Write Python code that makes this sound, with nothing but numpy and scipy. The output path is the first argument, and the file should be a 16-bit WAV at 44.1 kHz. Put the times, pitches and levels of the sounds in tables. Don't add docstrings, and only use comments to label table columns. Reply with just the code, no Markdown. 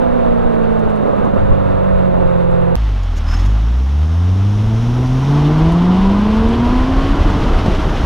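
import sys
import numpy as np
from scipy import signal
from scipy.fft import rfft, irfft, next_fast_len
from scipy.io import wavfile

SR = 44100
rng = np.random.default_rng(int(sys.argv[2]) if len(sys.argv) > 2 else 0)


def store_pcm(level_fs):
    pcm = np.round(np.clip(level_fs, -1, 1) * 32767).astype(np.int16)
    wavfile.write(sys.argv[1], SR, np.atleast_2d(pcm).T)


N = 355005
CUT_S, RESUME_S = 2.755, 2.763


def from_db(db):
    return 10 ** (np.asarray(db) / 20)


def rms_one(x):
    return x / np.sqrt(np.mean(x ** 2) + 1e-20)


def in_time(rows, t):
    return np.interp(t, *np.transpose(rows))


def at_hz(rows, hz):
    row_hz, value = np.transpose(rows)
    return np.interp(np.log(hz + 1e-3), np.log(row_hz), value)


def drift(t, rate):
    knots = rng.standard_normal(4096)
    return rms_one(np.interp(t * rate, np.arange(len(knots)), knots))


def swell(t, s, half_s):
    return np.exp(-.5 * ((t - s) / half_s) ** 2)


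def between(t, start_s, end_s, ramp_s=0.065):
    return np.clip(np.minimum(t - start_s, end_s - t) / ramp_s + .5, 0, 1)


def burst(t, s, db, decay_s):
    rise = np.sin(np.pi / 2 * np.clip((t - s) / .003 + .5, 0, 1)) ** 2
    return from_db(db) * rise * np.exp(-np.abs(t - s) / decay_s)


def coloured(t, colour, count):
    size = 2 * next_fast_len(len(t) // 2 + 1)
    hz = np.arange(size // 2 + 1) * SR / size + 1e-3
    edges = 1 / np.sqrt((1 + (.8 * colour[0][0] / hz) ** 8) * (1 + (.8 * hz / colour[-1][0]) ** 8))
    return hz, rfft(rng.standard_normal((count, size))) * from_db(at_hz(colour, hz)) * edges


# frequency in Hz, left minus right in dB.
BALANCE = [(20, 2.9), (60, 0.5), (110, -2), (200, -5), (380, -9), (700, -2.5), (1100, -0.5), (2000, -2),
           (4400, -1.5)]
# frequency in Hz, lead in radians.
LEFT_LEAD = [(90, 2), (290, 2.5), (420, 2.5), (600, 3), (750, 3), (900, 2), (1100, 1.73), (1400, 1),
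             (1800, 0.8), (3200, 0)]
# frequency in Hz, likeness from 0 to 1.
LIKENESS = [(60, 0.78), (200, .88), (380, 0.73), (750, 0.85), (1400, 1), (2000, .52), (4000, .6),
            (7000, .08)]

def wide_noise(t, colour):
    hz, (shared, own_left, own_right) = coloured(t, colour, count=3)
    alike = np.clip(at_hz(LIKENESS, hz), 0, .97)
    lead, lean = at_hz(LEFT_LEAD, hz), from_db(at_hz(BALANCE, hz) / 2)
    left = (np.sqrt(alike) * shared * np.exp(1j * lead) + np.sqrt(1 - alike) * own_left) * lean
    right = (np.sqrt(alike) * shared + np.sqrt(1 - alike) * own_right) / lean
    sum_gain = np.sqrt(lean ** 2 + lean ** -2 + 2 * alike * np.cos(lead))
    x = irfft(np.array([left, right]) / sum_gain)[:, :len(t)]
    return x / np.std(x.mean(axis=0))


# frequency in Hz, the sides' difference against their shared part in dB.
WIDTH = [(400, -71), (2400, -49), (4400, -34.5), (8000, -21.5), (15000, -13)]

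def narrow_noise(t, colour):
    hz, (mid, side) = coloured(t, colour, count=2)
    side = side * from_db(at_hz(WIDTH, hz))
    x = irfft([mid + side, mid - side])[:, :len(t)]
    return x / np.std(x.mean(axis=0))


def crank(t, firing, jitter):
    speed = in_time(firing, t) / 4 * (1 + jitter * drift(t, 60))
    return speed, 2 * np.pi * np.cumsum(speed) / SR


def exhaust_tones(t, speed, strong_db, weak_db, strong_shake, pipe, spread_db, waver_hz, weak_shake=.8):
    for order in np.arange(1, 65) / 2:
        hz = speed * order
        level_db, shake = weak_db + spread_db * drift(t, 2.384), weak_shake
        if order in strong_db:
            level_db, shake = strong_db[order], strong_shake
        along, across = 1 + shake * drift(t, waver_hz), shake * drift(t, waver_hz)
        waver = np.hypot(along, across) / np.sqrt(1 + 2 * shake ** 2)
        phase = np.arctan2(across, along) + rng.uniform(0, 2 * np.pi)
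        yield order, hz, from_db(level_db + at_hz(pipe, hz)) * waver, phase


def firing_puffs(angle, depth):
    return 1 + depth * np.cos(4 * angle)


# order, boost in dB before the burble,
# boost in dB after it, extra dB during the lope.
COAST_TONES = [(1, -4, 9, -2), (1.5, -11, -11, 11), (2, -3, -1, 4), (2.5, -11, -6, 6), (3, 6, 7.5, 1),
               (4, 11.5, 12, -4), (5, -11, -6, 0), (6, -4, -8, 21), (7.5, -3, -5, -3), (8, 4.5, 0, -4),
               (8.5, 3.5, 0, -2), (9, -3, -3, -3), (10, -10, -3, 0), (10.5, -12, -12, 10), (11, 2, 1.5, -2),
               (11.5, -4, -8, 7), (12, -3, 3.5, -2), (12.5, -10, -3.5, -3), (14, 3, 3, -6), (16, 0, -1, 0),
               (20, 0, 0, 0)]
# frequency in Hz, gain in dB.
SHUT_PIPE = [(40, -40), (85, -32), (100, -26.5), (140, -35), (170, -32.5), (240, -33.5), (280, -45),
             (340, -37), (400, -39), (440, -35), (465, -31.5), (495, -34), (530, -24.5), (560, -28),
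             (595, -39), (650, -28.5), (760, -45), (880, -37), (950, -44), (1500, -51), (2200, -58)]

def coasting_exhaust(t, speed, angle):
    start_s, end_s = 1.04, 1.39
    burble, lope = between(t, start_s, end_s), between(t, end_s, 1.8)
    progress = np.clip((t - start_s) / (end_s - start_s), 0, 1)
    weak_db = -12.5 + 3 * burble + 2.5 * lope
    strong_db = {order: 0.5 - 6 * burble + before_db + (after_db - before_db) * progress + lope_db * lope
                 for order, before_db, after_db, lope_db in COAST_TONES}
    shake = np.maximum(.1, .9 * burble)
    tones = exhaust_tones(t, speed, strong_db, weak_db, shake, SHUT_PIPE, spread_db=5, waver_hz=27.58)
    out = np.zeros((2, len(t)))
    for order, hz, gain, phase in tones:
        lean = from_db(at_hz(BALANCE, hz) / 2)
        out[0] += gain * lean * np.sin(order * angle + phase + at_hz(LEFT_LEAD, hz))
        out[1] += gain / lean * np.sin(order * angle + phase)
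    return 2 * out


# frequency in Hz, level in dB.
BREEZE = [(8, 1), (20, 3.5), (38, -4.5), (55, -5), (80, -8), (140, -17.5), (300, -34.5)]
# time in seconds, level in dB.
BREEZE_GUSTS = [(.135, -25), (.28, -36), (.48, -17), (.6, -36), (.87, -21), (1.22, -21), (1.52, -20),
                (2.26, -22)]

def coasting_wind(t):
    strength = from_db(-25.5) + sum(from_db(db) * swell(t, s, half_s=0.015) for s, db in BREEZE_GUSTS)
    return strength * from_db(3.2 * drift(t, 8.66)) * wide_noise(t, BREEZE)


# frequency in Hz, level in dB.
ASPHALT_ROAR = [(410, -39.5), (700, -5.5), (746, -7.5), (1060, -2.5), (1150, -5.5), (1420, -7),
                (1760, -13.5), (2370, -21), (2760, -20), (3140, -27.5), (3660, -25), (5110, -42.5),
                (10900, -49.5), (15000, -71)]
ASPHALT_RUMBLE = [(40, -3.5), (80, -10), (200, -4.5), (275, 1), (350, -2), (550, -0.5), (700, -2),
                  (1000, -24.5)]
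# time in seconds, level in dB.
ROUGHNESS = [(0, -27.5), (1.35, -27.5), (1.6, -31.5), (2.02, -31.5), (2.2, -25), (2.32, -33), (2.75, -33.5)]

def coasting_tyres(t):
    roar = from_db(-32 + 0.7 * drift(t, 40.13)) * wide_noise(t, ASPHALT_ROAR)
    rumble = from_db(in_time(ROUGHNESS, t) + 0.34 * drift(t, 35.12)) * wide_noise(t, ASPHALT_RUMBLE)
    return from_db(-0.3 * (t - t.mean())) * (roar + rumble)


# time in seconds, firings per second.
COAST_FIRING = [(0, 245.3), (0.3, 235.6), (1.05, 208.4), (1.7, 191.1), (2.3, 175.7), (2.75, 170.6)]

def coasting(t):
    speed, angle = crank(t, COAST_FIRING, jitter=0.0023)
    exhaust = coasting_exhaust(t, speed, angle)
    return exhaust + coasting_wind(t) + coasting_tyres(t) * firing_puffs(angle, depth=0.16)


# time in seconds, level in dB, middle frequency in Hz.
STONES = [(.793, -54, 7000), (.898, -54, 7000), (.958, -58, 7000), (1.249, -55, 6000), (2.51, -56, 7000),
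          (5.72, -45, 7500), (6.487, -42, 5000), (7.3, -44, 4500), (7.66, -32, 3500), (7.749, -34, 3300)]

def grit_ticks(t):
    white, out = rng.standard_normal(len(t)), 0
    for s, db, hz in STONES:
        band = signal.butter(2, [hz / 1.7, hz * 1.46], "band", fs=SR, output="sos")
        out += burst(t, s, db, decay_s=0.011) * rms_one(signal.sosfilt(band, white))
    return out


# time in seconds, thump in dB, slap in dB, slap decay in seconds.
ROAD_JOINTS = [(0.874, -17, -16, .005), (2.094, -13, -38, .015), (2.137, -12, -32, .015),
               (2.227, -14, -25, .015), (7.563, -20, -27, .015), (7.659, -16, -14, .012),
               (7.6805, 1.5, -26, .005), (7.745, -18, -24, .015)]
# frequency in Hz, level in dB.
SLAP_COLOUR = [(400, 3), (800, -1.5), (1400, -15), (2000, -30)]

def joint_hits(t, bounce_hz=205, bounce_decay_s=.003, dull_hz=900):
    slaps = thumps = 0
    for s, thump_db, slap_db, decay_s in ROAD_JOINTS:
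        age = np.maximum(t - s, 0)
        slaps += burst(t, s, slap_db, decay_s)
        thumps += from_db(thump_db) * np.exp(-age / bounce_decay_s) * np.sin(2 * np.pi * bounce_hz * age)
    rubber = signal.butter(2, dull_hz, fs=SR, output="sos")
    return slaps * narrow_noise(t, SLAP_COLOUR) + signal.sosfilt(rubber, thumps + 1e-18)


# start in seconds, level in dB.
FUEL_POPS = [(1.033, -17), (1.054, -16), (1.074, -16), (1.094, -18), (1.131, -15), (1.183, -20),
             (1.213, -18), (1.243, -15), (1.263, -18), (1.336, -14), (1.361, -16)]
# pitch in Hz, level in dB, seconds to fade by 60 dB.
PIPE_NOTES = [(115, -7, 0.044), (225, 5.5, 0.058), (467, -1, .05), (560, -2, 0.049)]

def exhaust_pops(t):
    rings, age = np.zeros((2, N)), np.arange(SR // 10) / SR
    for s, pop_db in FUEL_POPS:
        start = int(s * SR)
        for hz, db, fade_s in PIPE_NOTES:
            phase = 2 * np.pi * hz * rng.uniform(.93, 1.07) * age
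            ring = from_db(pop_db + db - 60 * age / fade_s) * np.minimum(age / .002, 1)
            rings[:, start:start + len(age)] += ring * np.sin([phase + at_hz(LEFT_LEAD, hz), phase])
    # frequency in Hz, level in dB.
    colour = [(110, 3), (230, 6), (350, -6), (520, 2), (700, -11), (1200, -8.5), (2000, -52)]
    bangs = sum(burst(t, s, db - 2.5, decay_s=0.021) for s, db in FUEL_POPS)
    return rings + bangs * wide_noise(t, colour)


def load_db(throttle, full_db, lost_db):
    return full_db - lost_db * (1 - throttle)


def speed_db(speed, top_db, doubling_db):
    return top_db + doubling_db * np.log2(np.maximum(speed, .01))


def together(*levels_db):
    return np.sqrt(sum(from_db(db) ** 2 for db in levels_db))


# order, boost in dB at low revs, then at high revs.
PULL_TONES = [(1.5, -20, -20), (2, -22, -19), (2.5, -19, -16), (5, -14, -5), (6, -11, -3), (8, 6, 4.5),
              (12, 0.5, -3), (16, -3, 1.5), (17, -12, -4), (20, -5, 0), (24, -3, -5), (28, -7, -9),
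              (32, -5, -12)]
# frequency in Hz, gain in dB.
OPEN_PIPE = [(20, -50), (50, -32), (75, -22.5), (100, -25), (130, -37), (155, -30), (190, -30),
             (245, -27.5), (285, -32), (320, -32.5), (380, -38), (410, -47), (435, -36), (452, -30),
             (472, -38), (495, -48), (590, -50), (635, -37), (665, -34.5), (700, -39), (745, -34),
             (800, -47), (870, -35.5), (910, -42), (960, -34.5), (1010, -34), (1050, -41), (1095, -36.5),
             (1150, -45), (1210, -41), (1300, -51), (1450, -47), (1850, -59), (2030, -49), (2300, -59),
             (3000, -61)]

def pulling_exhaust(t, speed, angle, firing_hz, throttle, low_revs_hz=150, high_revs_hz=215):
    revs = np.clip((firing_hz - low_revs_hz) / (high_revs_hz - low_revs_hz), 0, 1)
    strong_db = {order: load_db(throttle, 7.5, 11) + low_db + (high_db - low_db) * revs
                 for order, low_db, high_db in PULL_TONES}
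    weak_db, shake = load_db(throttle, -3.5, 24), .27 * throttle
    tones = exhaust_tones(t, speed, strong_db, weak_db, shake, OPEN_PIPE, spread_db=3.5, waver_hz=24.09)
    dull_db = 5 * (1 - throttle)
    return sum(gain * from_db(-dull_db * np.log2(max(order / 8, 1))) * np.sin(order * angle + phase)
               for order, _, gain, phase in tones)


# frequency in Hz, gain in dB.
SILENCER = [(37, 0), (52, 4.5), (95, 4), (130, -1.5), (185, -.5), (240, -3.5), (268, -7), (285, -11),
            (300, -15.5), (320, -24)]

def exhaust_boom(t, angle, firing_hz, throttle):
    level_db = load_db(throttle, -8, 8) + at_hz(SILENCER, firing_hz) + 0.59 * drift(t, 35)
    return from_db(level_db) * np.sin(4 * angle)


# frequency in Hz, level in dB.
ROAR_COLOUR = [(200, -4), (450, -2), (750, 1.5), (1050, 1), (1400, -3), (1900, -12), (2600, -28.5)]
HISS_COLOUR = [(1120, -20.5), (1900, -2), (2040, -0.5), (2350, -2.5), (3030, 0), (4490, -9.5),
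               (5360, -12.5), (8380, -27.5), (12000, -30.5), (13200, -42), (15500, -66)]
SIZZLE_COLOUR = [(2500, -6.5), (3600, 2), (4500, -10.5), (5400, 1), (6400, -4.5), (7600, -17), (10500, -17),
                 (14000, -25.5), (15500, -31.5)]
# time in seconds, level in dB.
SIZZLE_CURVE = [(2.76, -53), (4.3, -47.5), (5.3, -43.5), (5.9, -52), (7, -49.5), (8.05, -45.5)]

def roar_and_hiss(t, road_speed, throttle):
    gas_db, intake_db = load_db(throttle, -28.5, 11.8), load_db(throttle, -37, 11.8)
    traffic_db = -39.5 - 16 * (t - RESUME_S)
    roar_gain = together(speed_db(road_speed, -26, 11.8), gas_db, traffic_db)
    hiss_gain = together(speed_db(road_speed, -35, 11.8), intake_db, traffic_db - 2.5)
    roar = roar_gain * from_db(0.77 * drift(t, 30)) * narrow_noise(t, ROAR_COLOUR)
    hiss = hiss_gain * from_db(0.89 * drift(t, 50)) * narrow_noise(t, HISS_COLOUR)
    sizzle = from_db(in_time(SIZZLE_CURVE, t)) * narrow_noise(t, SIZZLE_COLOUR)
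    return roar + hiss + sizzle


# time in seconds, half length in seconds,
# rasp in dB, squeak in dB, squeak pitch in Hz.
SLIPS = [(3.034, .008, -47, -58, 5200), (3.177, 0.011, -39.5, -44, 6550), (3.296, 0.017, -44, -37, 5200),
         (3.319, 0.0087, -47, -35.5, 5200), (3.35, 0.0097, -43, -32, 5230), (3.372, 0.0051, -49, -35, 6480),
         (3.396, 0.023, -49, -41, 5300), (3.454, .06, -46, -52, 5250)]
# frequency in Hz, level in dB.
RASP_COLOUR = [(1500, 6), (4000, 1), (5000, -2), (6600, 3), (8000, -14), (11000, -12), (15000, -21)]
GRIND_COLOUR = [(500, -7), (1200, 2), (2000, -6), (4000, -17)]

def tyre_scrub(t, pitch_wander_hz=250):
    rasps = squeaks = 0
    for s, half_s, rasp_db, squeak_db, hz in SLIPS:
        slip = swell(t, s, half_s)
        pitch = hz + pitch_wander_hz * drift(t, 970)
        rasps += from_db(rasp_db) * slip
        squeaks += from_db(squeak_db) * slip * np.sin(2 * np.pi * np.cumsum(pitch) / SR)
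    grind = from_db(-33.5) * swell(t, 3.345, half_s=0.063) * narrow_noise(t, GRIND_COLOUR)
    return (rasps * narrow_noise(t, RASP_COLOUR) + squeaks + grind) * from_db(2.2 * drift(t, 160))


# frequency in Hz, level in dB.
BUFFET_COLOUR = [(10, -30), (22, -6.5), (36, 2), (50, -7), (80, -7), (140, -20), (300, -29.5)]
RUMBLE_COLOUR = [(50, -24), (110, 0), (250, 1), (400, -3.5), (600, -12.5), (900, -24.5)]

def rising_wind(t, airflow):
    underpass_db = 2 * swell(t, 7.1, half_s=0.36)
    buffet_db = speed_db(airflow, -14, 3.45) + underpass_db + 0.6 * drift(t, 14)
    buffet = from_db(buffet_db) * narrow_noise(t, BUFFET_COLOUR)
    rumble_db = speed_db(airflow, -22, 3.15) + 2 * drift(t, 25)
    return buffet + from_db(rumble_db) * narrow_noise(t, RUMBLE_COLOUR)


# time in seconds, firings per second.
PULL_FIRING = [(2.76, 56.3), (3.2, 37.3), (3.32, 38.0), (3.5, 51.6), (3.6, 52.1), (3.8, 63.8), (4.12, 81.8),
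               (4.46, 100.0), (4.76, 111.8), (4.83, 116.9), (5.0, 125.2), (5.16, 129.3), (5.33, 144.0),
               (5.48, 148.7), (5.8, 173.4), (7.0, 269.9), (7.6, 316.1), (8.05, 319.2)]
# time in seconds, throttle from 0 (shut) to 1 (open).
PEDAL = [(2.76, 0.18), (3.08, 0.1), (3.4, 0.51), (3.85, 0.19), (5.24, 0.68), (5.32, 0.98), (7.05, 0.92),
         (7.45, 0.85), (8.05, 0)]

def pulling_away(t, calm_hz=82.6, top_hz=320):
    speed, angle = crank(t, PULL_FIRING, jitter=0.0028)
    firing_hz, throttle = in_time(PULL_FIRING, t), in_time(PEDAL, t)
    exhaust = pulling_exhaust(t, speed, angle, firing_hz, throttle)
    boom = exhaust_boom(t, angle, firing_hz, throttle)
    road = roar_and_hiss(t, firing_hz / top_hz, throttle) * firing_puffs(angle, depth=0.1)
    airflow = (firing_hz - calm_hz) / (top_hz - calm_hz)
    return exhaust + boom + road + rising_wind(t, airflow) + tyre_scrub(t)


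def scene():
    t = np.arange(N) / SR
    first, second = t < CUT_S, t >= RESUME_S
    out = np.zeros((2, N))
    out[:, first] = coasting(t[first])
    out[:, second] = pulling_away(t[second])
    return out + grit_ticks(t) + joint_hits(t) + exhaust_pops(t)


def record(dry, cutoff_hz=15700):
    rounded = dry / (1 + dry ** 8) ** (1 / 8)
    return signal.sosfilt(signal.cheby2(16, 60, cutoff_hz, fs=SR, output="sos"), rounded)


dry = scene()
out = record(dry)
store_pcm(out)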